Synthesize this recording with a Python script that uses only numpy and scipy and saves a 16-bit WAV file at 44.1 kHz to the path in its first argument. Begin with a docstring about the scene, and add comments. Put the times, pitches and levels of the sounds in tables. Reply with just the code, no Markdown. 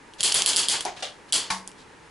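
"""A toy gun with a hand-twisted barrel lets go six rubber bands in a small, hard room whose air hums faintly.
First the pins tick past the catch and a hand rubs the barrel. Five bands snap off in quick succession, each
with a near echo and a swelling, fizzy tail, while soft things are slapped. From 0.85 s bands land on hard
things across the room with hollow knocks. The sixth leaves at 1.3 s; a knock, two ticks and a rub follow."""
import sys
import numpy as np
from scipy import signal
from scipy.fft import rfft, irfft, next_fast_len
from scipy.io import wavfile
from scipy.ndimage import uniform_filter1d

SR = 44100
rng = np.random.default_rng(int(sys.argv[2]) if len(sys.argv) > 2 else 0)


def generate_wav(signal):
    """Clip the signal to [-1, 1] and save it as 16-bit WAV at the path in sys.argv[1]."""
    frames = np.transpose(np.atleast_2d(signal))
    scaled = np.clip(frames, -1, 1) * 32767
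    pcm = np.round(scaled).astype(np.int16)
    wavfile.write(sys.argv[1], SR, pcm)


N = 92610
T = np.arange(int(.8 * SR)) / SR  # seconds within one event

# Spectra of the sources. Each row: frequency in Hz, relative level in dB.
AIR_SPECTRUM = [(15, -37), (25, -9.5), (118, -9.5), (212, -8.5), (235, -7), (336, -4.5), (372, -10),
                (433, -3.5), (685, -15), (884, -5), (1110, -11), (1550, -12), (1670, -10), (3320, -21),
                (11000, -30), (14300, -70), (22000, -120)]
TICK_SPECTRUM = [(1000, -17), (2300, -21), (2850, -0.5), (3400, 1), (4500, -3), (5800, -1), (8000, -4.5),
                 (10500, -8.5)]
RUB_SPECTRUM = [(300, -4), (2000, -7), (3800, 3), (6000, -4.5), (11000, -12)]
RECOIL_SPECTRUM = [(20, -22), (45, -6), (90, -19), (190, -3), (300, -37), (1500, -71)]
TAIL_SPECTRUM = [(59, -44), (100, -24), (273, -18.5), (404, -13), (648, -17.5), (998, -12), (1260, -15),
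                 (1700, -13.5), (2110, -13.5), (2470, -11), (3310, 0), (3800, -8.5), (4280, -1.5),
                 (4820, -1.5), (5750, -7.5), (7420, -2), (8690, -4), (10400, 0), (11000, -2), (14300, -28),
                 (22000, -120)]
SLAP_SPECTRUM = [(100, -6.5), (350, 0), (1000, 5), (2100, 3.5), (3500, 2), (11000, -16)]
CLATTER_SPECTRA = [
    [(150, -22), (380, 0), (520, -9.5), (720, 6.5), (1000, -4), (1500, -10), (3100, -12), (7000, -16),
     (11000, -37)],
    [(88, -78), (150, -37), (598, -3.5), (743, -1), (972, -19), (1210, -9.5), (2390, -10), (2610, -13.5),
     (2810, -3), (3480, -3.5), (11000, -22), (14300, -58), (22000, -120)],
    [(150, -20), (580, -20.5), (900, -1), (1150, -7.5), (1400, -10), (1800, -9.5), (2800, -14), (4800, -10),
     (7500, -16.5), (11000, -17.5)],
]  # one per hard landing
# Sharp clicks: pins passing the catch and, at 0.85 s, a band striking something hard. 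Each row: start
# in seconds, level in dB, room in dB re tick, tilt in dB per octave, ping in dB re tick.
SHARP_TICKS = [(0.1366, -42, -11, -7, -19), (0.2066, -19, -10, -2, 4.5), (.3203, -20.5, -17, -8, -12),
               (.3230, -15, -17.5, 2, -12), (.4208, -14.5, -15, -2, 0), (.533, -22, -8, -9, -7),
               (.633, -24, -10, -2, -10), (0.8077, -23.5, -9.5, -4, -2), (0.8513, -25, -11.5, -0.5, -16),
               (1.6755, -30, -14, 11, -12), (1.716, -44.5, -16, 0, -14)]
# Strokes of the hand. Each row: peak time in seconds, level in dB, width in seconds.
HAND_RUBS = [(0.208, -33.5, 0.012), (0.974, -45, 0.0097), (1.006, -42, 0.0096), (1.298, -49.5, 0.0095),
             (1.804, -53, .025)]
# Bands let go. Each row: start in seconds, snap in dB, echo in dB re snap, echo delay in seconds,
# tail in dB, tail build-up in seconds, recoil in dB, tilt in dB per octave.
RELEASES = [(0.2303, -17, 1.5, 0.0049, -11.5, 0.017, -62, -1),
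            (0.3427, -14, -2, 0.0047, -12.5, 0.018, -51, 5), (0.4608, -12, -8, 0.0054, -12, 0.021, -59, -4),
            (0.5614, -14.5, 2, 0.0054, -12.5, 0.016, -57, 1.5),
            (0.6845, -13.5, -8, .0054, -13, 0.021, -57, 1),
            (1.3238, -16, 2, 0.0061, -12.5, 0.017, -52, 2.5)]
# Resonances of pins and barrel. Each row: frequency in Hz, bandwidth in Hz, level in dB.
BARREL_MODES = [(3210, 430, 3.5), (4800, 940, -2.5), (6930, 1400, -6.5), (7530, 800, -1.5),
                (10570, 500, 1.5)]
# Narrow resonances of the tube. Each row: frequency in Hz, relative level in dB.
TUBE_MODES = [(2987, -2.5), (3140, 2), (3315, 0.5), (3362, -8), (3462, -2), (3638, -7), (4397, -9),
              (4428, -3), (4515, -13), (4679, 2.5), (7181, -9), (10535, -5)]
# Bands hitting soft things. Each row: start in seconds, level in dB, rise in seconds.
SOFT_HITS = [(0.342, -30, 0.0019), (.385, -30.5, 0.0036), (.728, -26, 0.01), (.96, -38, 0.0095)]
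# Bands hitting hard things. Each row: start in seconds, ring in dB, clatter in dB,
# clatter rise in seconds, clatter T60 in seconds.
HARD_HITS = [(0.8509, -26, -24.5, 0.007, 0.25), (1.0235, -39.5, -26.5, 0.0027, 0.26),
             (1.5018, -28, -21, .001, 0.25)]
# Modes of each hard thing. Each row: frequency in Hz, relative level in dB, T60 in seconds.
STRUCK_MODES = [
    [(362.6, -10.5, 0.28), (408, -9.5, 0.23), (669, -6.5, 0.2), (725, -8.5, 0.4), (800, 10, 0.028),
     (842, 0.5, 0.067), (963, -10.5, 0.24)],
    [(510, -5, 0.47), (590, -1.5, 0.38), (690, -22, 0.45), (755, -3.5, 0.3), (1157, -9, 0.44),
     (2810, -2, .25), (2980, -8, 0.27), (3300, -1, 0.32)],
    [(189, -8.5, 0.65), (684, -12.5, 0.4), (874, -3.5, 0.29), (926, -5.5, 0.29), (1067, -13, 0.54),
     (1109, -0.5, 0.28), (1770, -1.5, 0.18), (2127, -8, 0.28), (2360, 2, 0.073)],
]
# Reverberation of the room. Each row: frequency in Hz, T60 in seconds.
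ROOM_T60 = [(200, 0.58), (1000, 0.57), (3300, 0.37), (6000, 0.32), (10500, 0.22)]
# Likeness of left and right. Each row: frequency in Hz, coherence from 0 to 1.
COHERENCE = [(40, 0.9), (120, .9), (300, 0.55), (600, 0.65), (1200, 0.61), (4000, 0.73), (10000, 0.69)]

AIR_DB, TOP_HZ = -49.5, 11080
TICK_HOLD_S, TICK_FALL_S, TICK_ECHO_S, TICK_ECHO_DB = 0.001, 0.00049, 0.0047, -12
PING_HZ, PING_T60_S = 3260, 0.016
SNAP_HOLD_S, ECHO_HOLD_S, SNAP_LOW_HZ = 0.0011, 0.0006, 2800
TUBE_DB, TUBE_T60_S = -20, 0.35
SWELL_DB, SWELL_SHAPE, TAIL_ONSET_S = 11, 1.24, 0.009
RING_RISE_CYCLES = 1.3
GUN_PAN_DB, TAIL_PAN_DB, LANDING_PAN_DB = -0.7, 0.14, 0.5  # left gain, right the opposite


def amp(db):
    """Amplitude ratio of a level in decibels."""
    return 10 ** (np.asarray(db) / 20)


def unit(x):
    """Normalisation to rms 1."""
    return x / np.sqrt(np.mean(x ** 2) + 1e-20)


def along(points, hz):
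    """Interpolation of (Hz, value) points on a logarithmic frequency axis."""
    freqs, values = np.transpose(points)
    return np.interp(np.log(hz + 1), np.log(freqs + 1), values)


def filtered(x, response):
    """Linear filtering: the spectrum is multiplied by a frequency response."""
    n = x.shape[-1]
    padded = next_fast_len(n + 8192)
    return irfft(rfft(x, padded) * response(np.fft.rfftfreq(padded, 1 / SR)), padded)[..., :n]


def add(out, start, x, pan_db=0):
    """Superposition: x joins the track at start seconds, placed by a level difference."""
    i = max(round(start * SR), 0)
    out[:, i:i + x.shape[-1]] += (x * amp([[pan_db], [-pan_db]]))[:, :N - i]


def noise(spectrum, size, grain_db=0, side_db=0):
    """Partly coherent stereo noise of rms 1; amplitude modulation gives it millisecond grains."""
    def response(hz):
        angle = np.arccos(np.clip(along(COHERENCE, hz), 0, .999)) / 2
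        return amp(along(spectrum, hz)) * [np.cos(angle), amp(side_db) * np.sin(angle)]

    grains = unit(uniform_filter1d(rng.standard_normal(size), size=40))
    mid, side = filtered(rng.standard_normal((2, size)) * amp(grain_db * grains), response)
    return unit(np.array([mid + side, mid - side]))


def fade(t60):
    """Exponential decay, 60 dB in t60 seconds."""
    return np.exp(-np.log(1000) * T / t60)


def rise(seconds):
    """Exponential approach to 1 with the given time constant."""
    return 1 - np.exp(-T / seconds)


def ring(hz, t60):
    """Free vibration of one damped mode, its random phase a little different at each ear."""
    phase = rng.uniform(0, 2 * np.pi) + rng.normal(0, 0.21, (2, 1))
    return np.sin(2 * np.pi * hz * T + phase) * fade(t60)


def room_air():
    """Stationary noise, strongest at low frequencies, is heard as a faint hum."""
    return amp(AIR_DB) * noise(AIR_SPECTRUM, N)


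def slip(hold_s, fall_s, side_db):
    """Slipping contact excites with a brief train of equal kicks of random sign."""
    mid, side = np.sign(rng.standard_normal((2, len(T)))) * amp([[0], [side_db]])
    envelope = rise(0.00018) * np.exp(-np.maximum(T - hold_s, 0) / fall_s)
    return envelope * np.array([mid + side, mid - side])


def click(x, tilt_db):
    """Spectral tilt in dB per octave sets brightness; the energy is that of rms 1 over 2 ms."""
    x = filtered(x, lambda hz: amp(tilt_db * np.log2(np.clip(hz, 2500, TOP_HZ) / 5000)) * (hz < TOP_HZ))
    return x / np.sqrt(np.sum(x ** 2) / (2 * .002 * SR))


def ticks():
    """Impulsive excitation: a light contact clicks and pings, with a weak echo and a little room."""
    out = np.zeros((2, N))
    for start, db, room_db, tilt_db, ping_db in SHARP_TICKS:
        kicks = slip(TICK_HOLD_S, TICK_FALL_S, side_db=-14)
        contact = filtered(kicks, lambda hz: amp(along(TICK_SPECTRUM, hz)))
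        ping = amp(ping_db) * ring(PING_HZ, PING_T60_S) * rise(TICK_FALL_S)
        tick = amp(db) * (click(contact, tilt_db) + ping)
        add(out, start, tick, GUN_PAN_DB)
        add(out, start + TICK_ECHO_S, amp(TICK_ECHO_DB) * tick, GUN_PAN_DB)
        add(out, start, amp(db + room_db) * fade(0.15) * noise(TAIL_SPECTRUM, len(T), grain_db=2))
    return out


def hand_rubs():
    """Friction of skin on plastic makes grainy noise in short, bell-shaped strokes."""
    t = np.arange(N) / SR
    strokes = sum(amp(db) * np.exp(-((t - peak) / width) ** 2 / 2) for peak, db, width in HAND_RUBS)
    return strokes * noise(RUB_SPECTRUM, N, grain_db=2)


def barrel_response(hz):
    """Modal summation: pins and barrel act as parallel resonators of alternating sign."""
    return sum((-1) ** k * amp(db) * 1j * hz * width / (centre ** 2 - hz ** 2 + 1j * hz * width)
               for k, (centre, width, db) in enumerate(BARREL_MODES))


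def snap(hold_s, tilt_db):
    """Resonance: the slipping band rings the barrel, which radiates little below its first mode."""
    ringing = filtered(slip(hold_s, fall_s=0.00031, side_db=-22), barrel_response)
    low_cut = signal.butter(4, SNAP_LOW_HZ, "high", fs=SR, output="sos")
    return click(signal.sosfilt(low_cut, ringing), tilt_db)


def room_decay(x):
    """Absorption: each frequency dies away with its own reverberation time."""
    hz, t, spectra = signal.stft(x, SR, nperseg=256)
    decay = amp(-60 * t / along(ROOM_T60, hz)[:, None])
    return signal.istft(spectra * decay, SR)[1][:, :len(T)]


def tail(build_s):
    """Amplitude envelope: a fizzy, ringing tail swells after each snap, then dies away."""
    tube = sum(amp(db + rng.normal(0, 1.16)) * ring(hz, TUBE_T60_S) for hz, db in TUBE_MODES)
    fizz = room_decay(noise(TAIL_SPECTRUM, len(T), grain_db=1, side_db=-4.5))
    swell = amp(-SWELL_DB * np.exp(-(T / build_s) ** SWELL_SHAPE)) * np.sqrt(rise(TAIL_ONSET_S))
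    return swell * (fizz + amp(TUBE_DB) * tube)


def shots():
    """Sudden release of tension gives a snap, its near reflection, a recoil thump and a tail."""
    out = np.zeros((2, N))
    for start, db, echo_db, echo_s, tail_db, build_s, recoil_db, tilt_db in RELEASES:
        add(out, start, amp(db) * snap(SNAP_HOLD_S, tilt_db), GUN_PAN_DB)
        add(out, start + echo_s, amp(db + echo_db) * snap(ECHO_HOLD_S, tilt_db), GUN_PAN_DB)
        add(out, start, amp(recoil_db) * noise(RECOIL_SPECTRUM, len(T)) * fade(0.46) * rise(0.0028))
        add(out, start, amp(tail_db) * tail(build_s), TAIL_PAN_DB)
    return out


def soft_landings():
    """Damped impact: a band slaps a soft thing, giving a burst of noise without a ring."""
    out = np.zeros((2, N))
    for start, db, rise_s in SOFT_HITS:
        envelope = fade(0.26) * (1 - np.exp(-(T / rise_s) ** 2))
        add(out, start, amp(db) * envelope * noise(SLAP_SPECTRUM, len(T), grain_db=1.5), LANDING_PAN_DB)
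    return out


def hard_landings():
    """Impact excites the normal modes of a hard thing: a hollow knock with a noisy clatter."""
    out = np.zeros((2, N))
    for hit, modes, spectrum in zip(HARD_HITS, STRUCK_MODES, CLATTER_SPECTRA):
        start, ring_db, clatter_db, rise_s, clatter_t60 = hit
        body = sum(amp(db) * ring(hz, t60) * rise(RING_RISE_CYCLES / hz) for hz, db, t60 in modes)
        clatter = noise(spectrum, len(T), grain_db=1.5) * fade(clatter_t60) * rise(rise_s)
        add(out, start, amp(ring_db) * body + amp(clatter_db) * clatter, LANDING_PAN_DB)
    return out


def scene():
    """Superposition: the pressures of gun, landings, hand and air add."""
    return shots() + ticks() + hard_landings() + soft_landings() + hand_rubs() + room_air()


def record(dry):
    """Soft saturation rounds the peaks, and a steep low-pass limits the bandwidth."""
    rounded = dry / (1 + np.abs(dry / .55) ** 4) ** (1 / 4)
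    return filtered(rounded, lambda hz: 1 / (1 + (hz / TOP_HZ) ** 170))


dry = scene()
out = record(dry)
generate_wav(out)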